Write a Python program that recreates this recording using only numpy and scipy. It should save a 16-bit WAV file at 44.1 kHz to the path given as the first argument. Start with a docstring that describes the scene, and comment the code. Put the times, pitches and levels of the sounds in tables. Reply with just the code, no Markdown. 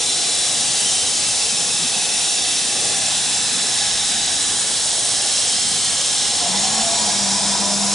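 """A CNC router (a computer-driven cutter) idles: from the start, air hisses at its whirring spindle
over a low room rumble. A hand-held microphone is carried round the table, so echoes off nearby panels
keep changing the colour of the hiss. Just before 2 s come a few soft bumps. From about 6.3 s a drive
motor hums along the gantry (the bridge that carries the spindle) and sets the steel frame singing."""
import sys
import numpy as np
from scipy import signal
from scipy.fft import rfft, irfft
from scipy.io import wavfile
from scipy.ndimage import uniform_filter1d

SR = 44100
rng = np.random.default_rng(int(sys.argv[2]) if len(sys.argv) > 2 else 0)


def dump(signal):
    """Clip the signal to [-1, 1] and save it as 16-bit WAV at the path in sys.argv[1]."""
    limited = np.clip(np.atleast_2d(signal).T, -1, 1)
    pcm = np.round(limited * 32767).astype(np.int16)
    wavfile.write(sys.argv[1], SR, pcm)


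N = 350154
TIME = np.arange(N) / SR
# noise is shaped in short overlapping slices, on a grid of frequencies (HZ) and times (SLICE_TIME)
SLICE, HOP = 2048, 512  # samples
HZ = np.fft.rfftfreq(SLICE, 1 / SR)[:, None]
SLICE_TIME = np.arange(-(-N // HOP) + 1) * HOP / SR

# how far the microphone has been carried: (time [s], distance [m])
WALK = [(0, 0), (1.6, 0.64), (2.8, 0.67), (4.7, 1.44), (6.3, 1.51), (7.94, 1.98)]


def gain_of(db):
    """Turn decibels into a factor to multiply a sound by."""
    return 10 ** (np.asarray(db) / 20)


def spectrum(points):
    """Join (frequency, value) points into a curve over HZ, on a log frequency scale."""
    hz, value = np.transpose(points)
    return np.interp(np.log(HZ + 1), np.log(hz), value)


def follow(rows, at):
    """Look up `at` in a table's first column and blend the nearest rows of the other columns."""
    positions, *columns = np.transpose(rows)
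    return [np.interp(at, positions, column) for column in columns]


def lifts(resonances):
    """The dB that resonances add at each frequency."""
    return sum(db / (1 + (2 * (HZ - hz) / width) ** 2) for hz, width, db in resonances)


def arch(t, middle, length):
    """A smooth swell from 0 to 1 and back."""
    return np.cos(np.pi * np.clip((t - middle) / length, -.5, .5))


def onset_db(t, start_s, rise_s):
    """A fade-in, in dB, from near silence to full level."""
    return 20 * np.log10(np.clip((t - start_s) / rise_s, 1e-4, 1))


def effort_db(t, rise_s, start_s=6.3, full_db=-2):
    """How hard the drive works: it takes up its load, then holds it."""
    return full_db + onset_db(t, start_s, rise_s)


def wander(per_s):
    """A smooth random curve of typical size 1 that moves about per_s times a second."""
    keep_slow = np.exp(-(np.fft.rfftfreq(N, 1 / SR) / per_s) ** 2)
    slow = irfft(rfft(rng.standard_normal(N)) * keep_slow, N)
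    return slow / slow.std()


def patches(bands, slices):
    """Random blotches of typical size 1, smoothed over so many frequency bands and time slices."""
    field = rng.standard_normal((len(HZ), len(SLICE_TIME)))
    for axis in (0, 1, 0, 1):
        field = uniform_filter1d(field, (bands, slices)[axis], axis)
    return field / field.std()


def white():
    """White noise at 0 dB per Hz, split into slices and frequencies."""
    samples = rng.standard_normal(N) * np.sqrt(SR / 2)
    return signal.stft(samples, nperseg=SLICE, noverlap=SLICE - HOP)[2]


def noise(db, pan_db):
    """Noise shaped by db, as the microphone's two close openings hear it; positive pan_db leans left."""
    # how alike the two sides are: (frequency [Hz], likeness [0-1])
    likeness = [(50, 0.84), (200, 0.89), (520, 0.79), (760, 0.93), (1200, 0.76), (1800, 0.9), (2300, 0.81),
                (3400, 0.89), (5500, 0.87), (10500, .88)]
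    # how much louder the left side is: (frequency [Hz], left minus right [dB])
    balance = [(60, 2), (190, 3), (400, 1.5), (530, 0.5), (700, 2), (1100, -1), (1700, 0), (2200, -1.3),
               (4000, -2.5), (5500, -1), (6500, 1), (8200, 2.5), (10500, 0.8)]
    # how far the left wave runs ahead: (frequency [Hz], lead [radians])
    left_lead = [(50, 0), (400, .05), (550, .33), (950, 0.048), (2100, 0.075), (3200, 0.05), (4500, 0.33),
                 (6200, 0.29), (7700, .26), (9300, -.1), (10500, 0)]
    same = np.clip(spectrum(likeness), 0, 1)
    left = white()
    right = same * left + np.sqrt(1 - same ** 2) * white()
    right *= np.exp(-1j * spectrum(left_lead))
    lean = gain_of((spectrum(balance) + pan_db) / 2)
    shaped = np.array([left * lean, right / lean]) * gain_of(db)
    return signal.istft(shaped, nperseg=SLICE, noverlap=SLICE - HOP)[1][:, :N]


def tone(hz, db, pan_db, lead):
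    """A pure stereo tone whose pitch and level may move; the left side is `lead` radians ahead."""
    angle = 2 * np.pi * (np.cumsum(hz * np.ones(N)) / SR + rng.random())
    lean = gain_of(pan_db / 2)
    return np.sqrt(2) * gain_of(db) * np.array([np.sin(angle + lead) * lean, np.sin(angle) / lean])


def room_and_fan(swell_db=.5, lumpy_db=1.76):
    """The workshop rumbles, swelling slowly, under the whirr of the spindle's cooling air."""
    # rumble and fan noise: (frequency [Hz], level [dB per Hz])
    wash = [(15, -83), (45, -77), (70, -70), (110, -64.5), (165, -66), (235, -63.5), (310, -67),
            (420, -66.5), (600, -67), (800, -69), (1000, -71.5), (1500, -74), (3000, -92)]
    # resonances of the cooling air: (frequency [Hz], width [Hz], lift [dB])
    fan_peaks = [(484, 23, 7), (732, 77, 7.5), (809, 38, 8.5)]
    # slow level changes: (time [s], rumble [dB], upper band above about 500 Hz [dB]); the upper band rises
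    # while the drive runs
    trend = [(0, 2, 1.5), (.9, 0, -0.3), (2.2, 0.1, 0.7), (6.4, -0.5, 0.5), (7.94, -3.5, 4.5)]
    rumble_db, upper_db = follow(trend, SLICE_TIME)
    rumble_db += swell_db * np.interp(SLICE_TIME, TIME, wander(1.6))
    bass_share = 1 / (1 + (HZ / 500) ** 4)  # rumble below about 500 Hz, air above
    level_db = bass_share * rumble_db + (1 - bass_share) * upper_db
    lumps_db = lumpy_db * patches(bands=5, slices=14)
    return noise(spectrum(wash) + lifts(fan_peaks) + level_db + lumps_db, pan_db=-1.5)


def soft_bumps():
    """Low bumps in the workshop, each a very short swell of one tone."""
    # the bumps: (middle [s], pitch [Hz], peak level [dB], length [s])
    bumps = [(1.536, 220, -36, 0.036), (1.832, 165, -34, 0.042), (1.85, 245, -34, 0.034),
             (1.97, 200, -38, .025)]
    return sum(arch(TIME, middle, length) * tone(hz, db, pan_db=4.5, lead=.1)
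               for middle, hz, db, length in bumps)


def spindle_tones(waver=.00304, fading_db=2.3):
    """The idling spindle gives faint tones that waver in pitch and level."""
    # the idle tones: (pitch [Hz], level [dB])
    tones = [(825, -47.5), (166, -56.5), (116, -59.5)]
    return sum(tone(hz * (1 + waver * wander(8)), db + fading_db * wander(7.6), pan_db=.5, lead=.1)
               for hz, db in tones)


def gantry(waver=.005):
    """Rolling guides shake the steel frame, whose ringing notes swell one after another."""
    # rolling noise of the toothed rack and guides: (frequency [Hz], level [dB per Hz])
    rolling_shape = [(60, -83), (150, -62), (320, -63.5), (520, -73.5), (650, -60.5), (900, -61.5),
                     (1100, -67), (1600, -84), (2500, -79), (5000, -88)]
    # resonances of the frame: (frequency [Hz], width [Hz], lift or cut [dB])
    frame_peaks = [(706, 39, 8.5), (764, 17, 1), (790, 20, -5), (847, 27, 9.5), (972, 22, 11)]
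    # frame notes that the drive sets off: (middle [s], pitch [Hz], peak level [dB], length [s])
    notes = [(6.45, 706, -28, .1), (6.56, 835, -35, .1), (6.67, 762, -29.5, .11), (6.796, 772, -29.5, 0.1),
             (6.89, 681, -28.5, 0.23), (7.003, 974, -31.5, .075), (7.097, 844, -33, .084),
             (7.286, 754, -32, 0.081), (7.537, 968, -33, 0.078), (7.649, 993, -32, 0.073),
             (7.686, 610, -35.5, .26)]
    load_db = effort_db(SLICE_TIME, rise_s=.15)
    rolling = noise(spectrum(rolling_shape) + lifts(frame_peaks) + load_db, pan_db=2.5)
    unsteady = 1 + waver * wander(30.7)
    singing = sum(arch(TIME, middle, length) * tone(hz * unsteady, db, pan_db=1, lead=.3)
                  for middle, hz, db, length in notes)
    return rolling + singing


def motor_hum(step_hz, start_s=6.43, growth_db_per_s=3, tremor_db=1.7, waver=.005):
    """The motor turns in tiny steps and hums at their rate, growing louder between brief dips."""
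    # dips in the hum: (middle [s], length [s], change [dB])
    dips = [(6.653, 0.091, -6), (6.916, 0.22, -12.5), (7.112, 0.14, -6), (7.392, .07, -15),
            (7.572, 0.066, -15)]
    level_db = -34 + onset_db(TIME, start_s, rise_s=.076) + growth_db_per_s * (TIME - start_s)
    level_db += sum(db * arch(TIME, middle, length) for middle, length, db in dips)
    hz = step_hz * (1 + waver * wander(13))
    return tone(hz, level_db + tremor_db * wander(30), pan_db=6, lead=.45)


def gear_whine(step_hz, waver=.00596, rattle_db=3):
    """Motor and gear add unsteady overtones that build slowly; the frame passes them to the air."""
    # the overtones: (pitch [multiple of the step rate], base level [dB])
    overtones = [(1.56, -50), (3.01, -46), (3.53, -46), (3.79, -44.5), (4.019, -40), (4.891, -38.5),
                 (5.04, -39.5), (6.02, -51)]
    # how well the frame gives off sound: (frequency [Hz], lift or cut [dB])
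    radiation = [(250, -4), (620, 3), (900, -7.5), (975, 2), (1020, -3), (1070, -4), (1200, -2),
                 (1350, -11)]
    load_db = effort_db(TIME, rise_s=.75)
    whine = 0
    for multiple, db in overtones:
        frame_db, = follow(radiation, multiple * step_hz)
        hz = multiple * step_hz * (1 + waver * wander(23.5))
        level_db = db + frame_db + load_db + rattle_db * wander(12)
        whine += tone(hz, level_db, pan_db=-1, lead=.2)
    return whine


def drive():
    """The drive speeds up, overshoots and settles; hum and whine follow its speed."""
    # motor speed: (time [s], step rate [Hz])
    speed = [(6.35, 150.5), (6.53, 190.2), (6.73, 222.2), (6.95, 223), (7.08, 208), (7.27, 197.3),
             (7.55, 201.9), (7.94, 198.8)]
    step_hz, = follow(speed, TIME)
    return motor_hum(step_hz) + gear_whine(step_hz)


def delay(ms):
    """What arriving ms milliseconds late does to the wave at each frequency."""
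    return np.exp(-2j * np.pi * HZ * ms / 1000)


def far_echoes(strength=.23, max_ms_per_m=.302, count=24):
    """Weak echoes off farther parts of the machine; their delays slide with the distance walked."""
    walked_m, = follow(WALK, SLICE_TIME)
    echoes = 0
    for place, heading, flip in rng.random((count, 3)):
        delay_ms = 2.2 * 4 ** place + max_ms_per_m * (2 * heading - 1) * walked_m
        echoes += np.sign(flip - .5) * delay(delay_ms)
    return strength * echoes / np.sqrt(count)


def near_echoes():
    """Each nearby panel mirrors the hiss best at one spot of the walk; its echo swells and fades there."""
    # the panels: (best spot [m], reach [m], share of the direct sound [0-1],
    # delay at that spot [ms], change of delay [ms per m])
    panels = [(.57, 1.3, 0.084, 1.06, 0.031), (.77, .51, .059, 0.84, -.264), (1.01, 0.56, 0.1, 1.18, 0.088),
              (1.17, 0.26, 0.071, 1.423, 0.015), (1.29, .24, 0.098, 0.61, 0.028),
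              (1.53, 1.3, .077, 0.732, -0.082), (1.59, 1.3, 0.053, 0.567, 0.025),
              (1.62, .52, 0.15, 0.913, -0.37), (2.1, 0.41, 0.27, 0.17, 0.044)]
    walked_m, = follow(WALK, SLICE_TIME)
    echoes = 0
    for spot_m, reach_m, share, delay_ms, ms_per_m in panels:
        past_m = walked_m - spot_m
        nearness = np.exp(-(past_m / reach_m) ** 2)
        echoes += share * nearness * delay(delay_ms + ms_per_m * past_m)
    return echoes


def air_jet(base_db=-58, ripple_db=1.73, flutter_db=.36):
    """Swirling air hisses, coloured by the spindle housing and by echoes that shift along the walk."""
    # the bare hiss: (frequency [Hz], level relative to base_db [dB])
    hiss = [(400, -20), (900, -14), (1300.0, -12), (2200.0, -7.5), (2700.0, -6), (3200.0, -3), (3900.0, 1),
            (4500.0, -2.25), (5200.0, -0.76), (6200.0, -0.9), (7200.0, -1.5), (8100.0, 1), (8550.0, -5),
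            (9000.0, -1), (9700.0, -3), (10400.0, -4.5)]
    # resonances of the housing: (frequency [Hz], width [Hz], lift [dB])
    housing = [(1660, 53, 5.5), (3150, 160.0, 1.9), (3430, 270, 1.55), (4100, 150.0, 0.5), (5180, 200, 1.9),
               (5580, 180, 3), (7180, 460, 1), (8620, 280, 0.5), (8970, 200, 2.5)]
    # a slight lift high in the treble: (frequency [Hz], width [Hz], lift [dB])
    treble_lift = [(8640, 200, 1)]
    # bands that swell or fade as the microphone passes:
    # (middle [s], length [s], frequency [Hz], width [Hz], change [dB])
    passing_bands = [(.15, 1.0, 4060, 200, 4.5), (.85, 1.8, 8950, 400, 3), (2.06, 3.4, 2675, 250, 5.5),
                     (2.1, 1.8, 5950, 260, 3), (2.1, 1.1, 8050, 450, -5.5), (3.8, 3.6, 1760, 140, 2),
                     (4.03, 0.56, 3820, 240, 4), (5.25, 1, 5620, 200, 3), (5.57, 2.3, 7700, 180, 0.5),
                     (5.7, 0.92, 3170, 240, 3), (5.8, 2.9, 4350, 220, 2), (6.95, 2.2, 7090, 300, 1),
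                     (7.62, 1.1, 4830, 600, -5.5), (7.55, 1.3, 5000, 276, 10)]
    # effect of where the microphone points: (time [s], brightness [dB per octave], lean to left [dB])
    aim = [(0, .5, .7), (2.3, 1.3, 0), (3.8, -0.2, -0.1), (5.1, 1, -0.8), (6.7, -.5, 0), (7.94, 0, 0)]
    brightness, pan_db = follow(aim, SLICE_TIME)
    tilt_db = brightness * np.log2(np.maximum(HZ, 1000) / 5000)
    # echoes add to the direct sound at some frequencies and weaken it at others, like teeth of a comb
    comb_db = 20 * np.log10(abs(1 + near_echoes() + far_echoes()))
    steady_db = base_db + spectrum(hiss) + lifts(housing) + lifts(treble_lift)
    passing_db = sum(arch(SLICE_TIME, middle, length) * lifts([band])
                     for middle, length, *band in passing_bands)
    random_db = ripple_db * patches(bands=2, slices=24)  # the room adds a fine, slowly drifting ripple
    random_db += flutter_db * patches(bands=200, slices=6)  # the jet itself flutters
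    return noise(steady_db + passing_db + comb_db + tilt_db + random_db, pan_db)


def scene():
    """The hissing, idling machine and the move of its gantry."""
    return air_jet() + room_and_fan() + spindle_tones() + soft_bumps() + drive() + gantry()


def record(dry):
    """Cut the treble steeply above about 10.5 kHz."""
    low_pass = signal.firwin(1023, 10510, window=("kaiser", 9), fs=SR)
    return signal.oaconvolve(dry, low_pass[None], "same")


dry = scene()
out = record(dry)
dump(out)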